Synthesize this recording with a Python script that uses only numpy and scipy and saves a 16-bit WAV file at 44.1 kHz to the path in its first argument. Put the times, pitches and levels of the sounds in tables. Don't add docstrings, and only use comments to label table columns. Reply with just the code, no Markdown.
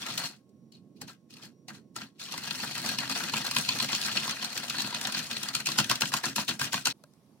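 import sys
import numpy as np
from scipy import signal
from scipy.fft import rfft, irfft, next_fast_len
from scipy.io import wavfile
from scipy.ndimage import uniform_filter1d, map_coordinates

SR = 44100
rng = np.random.default_rng(int(sys.argv[2]) if len(sys.argv) > 2 else 0)


def materialize(psi):
    bounded = np.clip(np.atleast_2d(psi).T, -1, 1)
    quanta = np.round(bounded * 32767).astype(np.int16)
    wavfile.write(sys.argv[1], SR, quanta)


N = 326325

# t/s, tick level/dB, knock above tick/dB, treble above tick/dB, air pocket f/Hz
LOOP_KNOCKS = [(0.177, -19, -17.5, -10.5, 1350), (0.2367, -28.5, -9, -16, 890), (0.492, -74, -30, 3, 1500),
               (0.7213, -49, -38, -10.5, 1070), (1.0154, -36.5, -7, -1, 790),
               (1.338, -40.5, -26, -12, 1630), (1.367, -42, -17, -14, 870), (1.6831, -33, -12.5, -11, 745),
               (1.9624, -32.5, -1.5, -4, 1304), (2.0151, -32, -7.5, -31, 1560),
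               (2.1955, -35, -45, -18, 1500), (2.2134, -36, -26, -15.5, 1500),
               (2.3216, -30.5, -23, -8, 1500), (2.339, -29.5, -3.5, -18.5, 910),
               (2.377, -28, -7, -7.5, 2000), (2.4357, -36, -21, -6, 1500), (2.4736, -25.5, -8, -14.5, 1620),
               (2.5077, -20, -13.5, -16, 1320), (2.542, -31, -18, -19, 1380),
               (2.6038, -36.5, -12.5, -15, 1300), (2.711, -25.5, -17, -16, 730),
               (2.753, -32.5, -6, -5.5, 1600), (2.779, -30.5, -9, -3, 1300), (2.8165, -30, -16, -8.5, 1500),
               (2.8603, -23.5, -15.5, -9.5, 1500), (2.8893, -20.5, -10, -12, 1590),
               (2.9853, -17.5, -19.5, -14, 980), (3.003, -24.5, -18.5, -18.5, 1500),
               (3.096, -26.5, -4, -6.5, 1190), (3.174, -26.5, -43, -6.5, 1500),
               (3.2047, -29.5, -2, -10, 1460), (3.237, -24, -14.5, -11.5, 1500),
               (3.295, -23, -15, -14, 1600), (3.3363, -20.5, -7.5, -16.5, 930),
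               (3.3956, -34.5, -30, -18.5, 1500), (3.4489, -27.5, -23, -12, 1500),
               (3.465, -21.5, -14, -11, 1620), (3.511, -23.5, -14.5, -6, 1620),
               (3.5483, -29.5, -25, -5.5, 1500), (3.5643, -13, -10.5, -15, 1020),
               (3.6575, -32, -20.5, -10.5, 1500), (3.688, -12, -18.5, -21.5, 980),
               (3.7862, -22.5, -26, -11.5, 1500), (3.8001, -15, -18, -23.5, 1000),
               (3.826, -21.5, -18, -12, 1320), (3.903, -29.5, -15, -23.5, 1500),
               (3.929, -16, -13.5, -31.5, 1080), (3.9484, -15.5, -25.5, -16.5, 1370),
               (4.0136, -22.5, -25, -8.5, 1580), (4.0353, -22.5, -22, -19, 1500),
               (4.049, -19, -34, -23.5, 1640), (4.0626, -26.5, -16, -3, 1570),
               (4.1705, -12.5, -18, -31, 1880), (4.2774, -21.5, -7.5, -17.5, 1040),
               (4.3087, -24, -23, -10, 1890), (4.4266, -25, -13.5, -18.5, 1000),
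               (4.4444, -24, -16, -9, 1460), (4.5591, -31.5, -18, -23.5, 1500),
               (4.576, -22.5, -10.5, -7.5, 1560), (4.6807, -28.5, -23.5, -20, 1500),
               (4.6978, -20, -27, -12, 1930), (4.783, -22, -13.5, -15, 1710), (4.819, -27.5, -8, -4, 1700),
               (4.8448, -28, -7, -21.5, 1430), (4.926, -29, -6.5, -19.5, 950),
               (4.9456, -21.5, -13.5, -15, 1380), (5.012, -25.5, -11.5, -6.5, 1660),
               (5.051, -18.5, -15, -22, 740), (5.0706, -24, -8.5, -7, 1620), (5.1223, -24, -19, -10, 1500),
               (5.146, -23.5, -10, -18, 1590), (5.168, -23, -13.5, -17.5, 1500),
               (5.19, -26, -13, -6.5, 1470), (5.3117, -20, -27, -15.5, 1710),
               (5.3664, -23, -14, -16.5, 1870), (5.431, -23.5, -15.5, -7.5, 1370),
               (5.486, -21.5, -17.5, -11, 1170), (5.55, -13.5, -19.5, -12, 1340),
               (5.601, -23.5, -13.5, -16, 1500), (5.6585, -20.5, -26, -9.5, 2000),
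               (5.668, -16.5, -16.5, -11.5, 1570), (5.6871, -21, -8, -18, 1060),
               (5.7175, -19.5, -16, -13, 1690), (5.758, -32, -6, -13, 1430), (5.7803, -23, -12, -7.5, 1500),
               (5.7861, -14, -6, -7, 1426), (5.8006, -20.5, -5.5, -11, 1294),
               (5.8428, -23, -15.5, -12, 1740), (5.8967, -16, -11, -8.5, 1520),
               (5.9125, -12, -9.5, -12, 1070), (5.9553, -22, -17, -11, 1500),
               (6.008, -24.5, -8.5, -1.5, 1576), (6.0181, -12, -10.5, -16, 1360),
               (6.0326, -33.5, 9, -18.5, 1590), (6.0551, -23.5, -16.5, -14, 1500),
               (6.119, -31, -1, -10, 1610), (6.1383, -14.5, -8.5, -11, 1040), (6.238, -28.5, 3, -13, 1690),
               (6.255, -27.5, -1.5, -2.5, 1350), (6.284, -30, -11.5, -11.5, 1400),
               (6.3605, -17, -19.5, -8, 1330), (6.3805, -21.5, -2.5, -25, 944),
               (6.477, -34.5, -16.5, -25.5, 1500), (6.4893, -22, -13.5, -7, 1370),
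               (6.595, -25.5, -9, -6, 1570), (6.6138, -19.5, -4.5, -10, 1550),
               (6.634, -29, -17, -12.5, 1700), (6.73, -20, -10, -10, 1500), (6.7409, -17, -6, -17.5, 1064),
               (6.776, -30, -2.5, -14, 1500), (6.8549, -16.5, -18, -6.5, 1540),
               (6.8694, -17.5, -7, -8, 1408)]
RESTING_CLICKS = [(7.038, -48, 0, -3, 580), (7.137, -65.5, -11, 3.5, 593)]
# t/s, length/s, scrape level/dB, wall above scrape/dB, rumble above scrape/dB
STROKES_AND_DRIPS = [(0.001, 0.33, -41, -2, -5.5), (0.062, 0.091, -38.5, -5, -10),
                     (0.183, 0.073, -33.5, -4.5, -14.5), (0.734, 0.023, -64.5, -43, 6.5),
                     (0.965, 0.004, -62.5, -29, -14), (1.015, 0.003, -50, -1, 11.5),
                     (1.08, 0.013, -45.5, -3.5, -7.5), (1.302, 0.03, -57, -32, -3.5),
                     (1.357, 0.1, -57.5, 1, -1), (1.425, 0.018, -48.5, -1, 2.5),
                     (1.691, 0.003, -48, 3.5, 6), (1.735, 0.02, -51, -2.0, -10),
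                     (1.96, 0.049, -47, 3.5, 2.5), (2.021, 0.017, -46, -5.5, -7),
                     (2.2, 0.084, -44, -5.5, -19), (2.315, 0.038, -38.5, -2.5, -29),
                     (2.437, 0.045, -39.5, -5.5, -18.5), (2.532, 0.028, -45, -1.5, -10.5),
                     (2.628, 0.0097, -36.5, 0, -7.5), (2.751, 0.182, -41, -0.5, -5),
                     (2.828, 0.12, -35.5, -2, -5), (2.976, 0.098, -38.5, -0.5, 0),
                     (3.102, 0.011, -32, -6.5, -3.5), (3.152, 0.13, -34, -2.5, -8),
                     (3.323, 0.095, -33, -4, -5), (3.442, 0.24, -37, -3.5, -10.5),
                     (3.568, 0.012, -31.5, -8.5, -2), (3.694, 0.085, -36.5, -4.5, -4.5),
                     (3.815, 0.0077, -31, -6.5, -1), (3.887, 0.082, -34.5, -7, -12.5),
                     (4.042, 0.24, -38.5, 0, -10), (4.157, 0.088, -36, -2, -11),
                     (4.292, 0.03, -37, -2, -22), (4.416, 0.011, -42, 4.5, -2),
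                     (4.555, 0.016, -36, -5, -11), (4.68, 0.083, -40.5, -25, -1.5),
                     (4.792, 0.015, -36.5, -3, -18), (4.946, 0.093, -44.5, -1.5, -1.5),
                     (5.03, 0.11, -41, -4.5, -25), (5.141, 0.11, -35, -5.5, -9),
                     (5.302, 0.14, -38.5, -3, -5), (5.415, 0.092, -38.5, -1.5, -10),
                     (5.535, 0.076, -37, -1.5, -10.5), (5.662, 0.25, -36, -6.5, -7),
                     (5.785, 0.0083, -25.5, -4, -9.5), (5.906, 0.0086, -30.5, 1.5, -5.5),
                     (6.018, 0.074, -38, -10, -3.5), (6.13, 0.047, -33.5, -0.5, -10),
                     (6.237, 0.049, -34, -4, -4), (6.363, 0.044, -33, -5, -8),
                     (6.482, 0.035, -32.5, -4, -3.5), (6.605, 0.054, -32.5, -5.5, -5),
                     (6.724, 0.074, -34, -7, -14), (6.859, 0.1, -36.5, -4, -1.5)]
# t/s, scrape level/dB, wall above scrape/dB, rumble above scrape/dB
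MIX_SWIRL = [(2.15, -77, -8, 16), (2.3, -46, -1.5, -14), (2.6, -40.5, -6.5, -2.5), (3.2, -50, -2, -12.5),
             (3.9, -38, -4.5, -5.5), (4.5, -42, -3, -7), (5.1, -42, 1, -1), (5.5, -54.5, -18.5, -14.5),
             (5.9, -43.5, -1, -3.5), (6.1, -57, -0.5, -28.5)]
# f/Hz, width/Hz, level/dB
COIL_MODES = [(2490, 90, 0.5), (2730, 147, 4.5), (3190, 1340, -1), (5730, 2740, -8), (4125, 240, 6),
              (4330, 130, 9), (4477, 120, 6.5)]
# t/s, level/dB
COIL_FREEDOM = [(0, 0.5), (.75, 7), (1.1, 0.5), (1.7, 2.5), (2.3, 0), (2.7, 2), (2.95, 5), (3.15, -1),
                (3.5, 1.5), (3.8, 1.5), (4.1, 0), (4.4, 4), (4.6, 2), (4.7, -2.5), (4.8, 8.5), (5, 1),
                (5.3, 1), (5.6, 0), (5.8, -3), (6.1, -2.5), (6.4, -0.5), (6.7, -6), (6.9, 2)]
# f/Hz, width/Hz, level/dB
WALL_MODES = [(562, 192, -9), (730, 100, -3), (952, 175, -4), (1253, 257, -2), (1424, 166, 0),
              (1607, 54, 3), (1930, 334, -3.5)]
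# f/Hz, width/Hz, level/dB
BASE_MODES = [(137.3, 36.5, -1), (175.3, 25, 1.5), (213.5, 36, 1.5), (272.4, 14.1, 0), (326, 32, -8.5)]
# f/Hz, level/dB
FIZZ_SPECTRUM = [(2940, -24.5), (5000, 0.5), (8970, -5), (11900, -12.5), (13500, -11), (16000, -14.5)]
# f/Hz, likeness (1 = the same)
WHISK_LIKENESS = [(60, 0.79), (180, 1), (550, 0.88), (1650, 0.59), (4970, 0.19), (15000, 0.15)]
# f/Hz, level/dB
WHISK_BALANCE = [(60, -4), (380, 0.5), (2380, 2.5), (15000, 1.5)]
# f/Hz, level/dB
KITCHEN_DURING = [(25, -38.5), (60, -32.5), (90, -17.5), (130, -7.5), (217, -5), (340, -12.5), (520, -21),
                  (900, -35), (1500, -44.5), (5000, -44.5), (16000, -53)]
# f/Hz, level/dB
KITCHEN_AFTER = [(25, -34), (60, -16), (150, 0.5), (230, 0.5), (500, -12), (1100, -19.5), (1500, -27.5),
                 (3500, -28), (5200, -26.5), (7500, -32.5), (10500, -28.5), (16000, -38)]
# f/Hz, likeness (1 = the same)
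KITCHEN_LIKENESS = [(60, 1), (290, 0.94), (1400, 0.33), (3100, 0)]
# f/Hz, level/dB
KITCHEN_BALANCE = [(60, -6.5), (200, -7.5), (700, -2), (2000, 0.5)]
# f/Hz, level/dB, wavering/dB
APPLIANCE_TONES = [(1086, -87, .5), (5722, -94, 4), (9550, -104, 1)]

SCENE_CHANGE_S = 6.929
ATTACK_DB_PER_S, SAG_DB_PER_S, RELEASE_DB_PER_S = 1758.5, 39, 406.5
LIFT_S, LIFT_WIDTH_S, LIFT_DB = 0.0096, 0.007, -1
KNOCK_RISE_S, KNOCK_FALL_S, CLICK_S = 0.002, 0.0019, 0.00061
HOLLOW_HZ, RUMBLE_TOP_HZ, TOP_HZ = 985, 700, 15900


def whisk():
    scrape, hiss, rub, rumble = stirring()
    slips = chatter(per_s=110, spread_db=-1.5, fade_s=0.043, steady=2.5)
    slips *= chatter(per_s=160, spread_db=3, fade_s=0.0066, steady=1.4)
    contacts = [(*row, KNOCK_RISE_S, KNOCK_FALL_S) for row in LOOP_KNOCKS]
    contacts += [(*row, CLICK_S, CLICK_S) for row in RESTING_CLICKS]
    (tick, knock, treble), (coil_taps, wall_taps, fizz_taps, base_taps) = knocks(contacts)

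    def force(hit_power, hit_db, stroke, drag_db):
        drag = stroke * slips * chatter(per_s=65, spread_db=0.5, fade_s=0.023, steady=1.1)
        drag *= amp(drag_db + 1.74 * wobble(30))
        return np.sqrt(hit_power * amp(hit_db) ** 2 + drag ** 2) * rng.standard_normal((2, N))

    coil = resonate(force(tick, -13, scrape, -3) + coil_taps, COIL_MODES[:4])
    ring = resonate(force(tick, -17, scrape, -7.5) + coil_taps, COIL_MODES[4:])
    ring *= amp(np.interp(np.arange(N) / SR, *np.transpose(COIL_FREEDOM)))
    wall = resonate(force(knock, -10, rub, -3.5) + wall_taps, WALL_MODES)
    fizz_force = force(treble, -2.7, hiss, -5.5) + fizz_taps
    fizz = filtered(fizz_force, lambda hz: unit(amp(curve(FIZZ_SPECTRUM, hz))))
    push = rumble * amp(-4.5 + 1.8 * wobble(25)) + amp(-15) * np.sqrt(knock)
    base = resonate(push * rng.standard_normal((2, N)) + base_taps, BASE_MODES)
    liquid = air_pockets(contacts) + scrape * bubbles()
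    return patchy(coil + ring + wall + fizz, depth_db=2) + base + np.array([[1], [0.3]]) * liquid


def stirring():
    t = np.arange(0, N, 32) / SR
    starts, lengths, db, wall_db, rumble_db = np.transpose(STROKES_AND_DRIPS)
    swirl_times, swirl_db, swirl_wall_db, swirl_rumble_db = np.transpose(MIX_SWIRL)
    since = t[:, None] - starts
    lift = amp(LIFT_DB * np.exp(-((since + LIFT_S) / LIFT_WIDTH_S) ** 2).sum(axis=1))

    def strength(peak_db, between_db, lag_s=0, pace=1):
        age = since - lag_s
        fade_db = SAG_DB_PER_S * np.minimum(age, lengths)
        fade_db += RELEASE_DB_PER_S * np.maximum(age - lengths, 0)
        drop_db = np.where(age < 0, -age * ATTACK_DB_PER_S, fade_db)
        swirl = amp(np.interp(t, swirl_times, between_db, left=-120, right=-120))
        power = (amp(peak_db - pace * drop_db) ** 2).sum(axis=1) + swirl ** 2
        return np.interp(np.arange(N) / SR, t, np.sqrt(power) * lift) * (np.arange(N) < SCENE_CHANGE_S * SR)

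    scrape = strength(db, swirl_db)
    hiss = strength(db, swirl_db, pace=0.85)
    rub = strength(db + wall_db, swirl_db + swirl_wall_db, lag_s=0.005)
    rumble = strength(db + rumble_db, swirl_db + swirl_rumble_db, lag_s=0.0033, pace=0.62)
    return scrape, hiss, rub, rumble


def chatter(per_s, spread_db, fade_s, steady):
    slips = (rng.random(N) < per_s / SR) * amp(spread_db * np.minimum(rng.exponential(size=N), 2))
    fading = signal.lfilter([1], [1, -amp(-60 / (fade_s * SR))], slips)
    return unit(fading + steady)


def knocks(contacts):
    lead = 1800
    t = np.arange(-lead, 3 * lead) / SR
    click = 1 + np.exp(-(t / 0.00072) ** 2)
    powers = np.zeros((3, N + SR))
    taps = np.zeros((4, 2, N))
    for s, db, knock_db, treble_db, _, rise_s, fall_s in contacts:
        blow = click * amp(db - 2.43 * np.where(t < 0, (t / rise_s) ** 2, t / fall_s))
        peak = round((s + rise_s) * SR)
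        powers[:, peak:peak + len(t)] += (blow * amp([[0], [knock_db], [treble_db]])) ** 2
        tap_db = db + np.array([[3], [knock_db + 9], [treble_db + 9], [knock_db + 9]])
        taps[:, :, peak] = amp(tap_db) * rng.normal([1, 0], [0.3, 0.7])
    return powers[:, lead:lead + N], taps


def air_pockets(contacts):
    pockets, plops = [], []
    for s, db, knock_db, _, hz, rise_s, _ in contacts:
        pockets.append((s, db + knock_db + 1, hz, 0.05))
        plops.append((s + rise_s, db + knock_db - 5.5, HOLLOW_HZ * rng.normal(1, 0.045), 0.035))
    return glops(pockets + plops)


def bubbles(count=700):
    when, faintness, pitch = rng.random((count, 3)).T
    db = 1.5 + 4.5 * pitch - 15 * faintness
    return glops(zip(when * N / SR, db, 800 * 5.5 ** pitch, 0.05 * 0.6 ** pitch))


def glops(rows):
    out = np.zeros(N + SR)
    for s, db, hz, fade_s in rows:
        t = np.arange(int(fade_s * SR)) / SR
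        shape = amp(db - 60 * t / fade_s) * (1 - np.exp(-t / 0.00077))
        cycles = hz * (t + 0.089 * t * t / fade_s)
        out[round(s * SR):][:len(t)] += shape * np.sin(2 * np.pi * cycles)
    return out[:N]


def room_echo(x, count=2, sway_hz=1.2):
    out = 0
    sway = 2 * np.pi * sway_hz * np.arange(N) / SR
    for k in range(count):
        hz, t, noise = signal.stft(rng.standard_normal((2, SR // 6)), SR, nperseg=256)
        fade_s = curve([(200, 0.089), (3000, 0.15), (12000, 0.085)], hz)
        tail = signal.istft(noise * amp(-60 * t / fade_s[:, None]), SR)[1]
        share = np.abs(np.cos(sway + np.pi * k / count))
        late = np.pad(x * share, ((0, 0), (200, 0)))
        out = out + signal.oaconvolve(late, tail / np.linalg.norm(tail[0]), axes=1)[:, :N]
    return out


def kitchen(spectrum, db, swell_db):
    air = unit(filtered(rng.standard_normal((2, N)), lambda hz: amp(curve(spectrum, hz))))
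    rumble = filtered(air, lambda hz: 1 / (1 + (hz / RUMBLE_TOP_HZ) ** 4))
    hiss = air - rumble
    rumble *= amp(swell_db * wobble(6.8))
    return amp(db) * stereo(hiss + rumble, KITCHEN_LIKENESS, KITCHEN_BALANCE)


def appliance_whines():
    t = np.arange(N) / SR
    out = np.zeros(N)
    for hz, db, waver_db in APPLIANCE_TONES:
        strength = amp(db + 6 + waver_db * wobble(9.5))
        jitter = 0.43 * (hz / 2500) ** 0.6 * wobble(50)
        out += strength * np.sin(2 * np.pi * hz * t + jitter)
    return out


def amp(db):
    return np.exp(np.asarray(db) * (np.log(10) / 20))


def unit(x):
    return x / np.sqrt(np.mean(x ** 2) + 1e-20)


def curve(points, hz):
    f, values = np.transpose(points)
    return np.interp(np.log(hz + 1), np.log(f + 1), values)


def wobble(per_s):
    at = np.arange(0, N + 64, 64)
    smooth = map_coordinates(rng.standard_normal(400), [at * per_s / SR])
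    return np.interp(np.arange(N), at, smooth)


def filtered(x, response):
    size = next_fast_len(N + SR // 10)
    return irfft(rfft(x, size) * response(np.fft.rfftfreq(size, 1 / SR)), size)[..., :N]


def resonate(force, modes):
    def response(hz):
        total = sum((-1) ** k * amp(db) * width * hz / (hz * width - 1j * (centre ** 2 - hz ** 2))
                    for k, (centre, width, db) in enumerate(modes))
        return total / np.sqrt(np.mean(np.abs(total) ** 2))
    return filtered(force, response)


def patchy(x, depth_db):
    bands = signal.stft(x, nperseg=256)[2]
    patches = uniform_filter1d(rng.standard_normal(bands.shape[1:]), size=4, axis=0)
    patches = uniform_filter1d(patches, size=7, axis=1)
    return signal.istft(bands * amp(depth_db * unit(patches)), nperseg=256)[1][:, :N]


def stereo(pair, likeness, balance, lead_s=0):
    def shares(hz):
        angle = np.arccos(curve(likeness, hz)) / 2
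        return np.array([np.cos(angle), np.sin(angle)])
    mid, side = filtered(pair, shares)
    half = np.array([[0.5], [-0.5]])
    return filtered(np.array([mid + side, mid - side]),
                    lambda hz: amp(half * curve(balance, hz)) * np.exp(2j * np.pi * half * hz * lead_s))


def scene():
    t = np.arange(N) / SR
    before = np.clip((SCENE_CHANGE_S - t) / 0.012, 0, 1)
    after = 1 - before
    bowl = stereo(whisk(), WHISK_LIKENESS, WHISK_BALANCE, lead_s=0.00008)
    resting_bowl = (t > SCENE_CHANGE_S + 0.05) * bowl
    whisking = bowl + amp(-12.5) * room_echo(bowl) + kitchen(KITCHEN_DURING, db=-59.5, swell_db=3.5)
    whines = amp(-3 * after) * appliance_whines()
    still_kitchen = patchy(kitchen(KITCHEN_AFTER, db=-62.5, swell_db=0.5), depth_db=1.5)
    return before * whisking + resting_bowl + after * still_kitchen + whines


def record(dry):
    return filtered(dry, lambda hz: (1j * hz / (50 + 1j * hz)) ** 2 * (hz < TOP_HZ))


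dry = scene()
out = record(dry)
materialize(out)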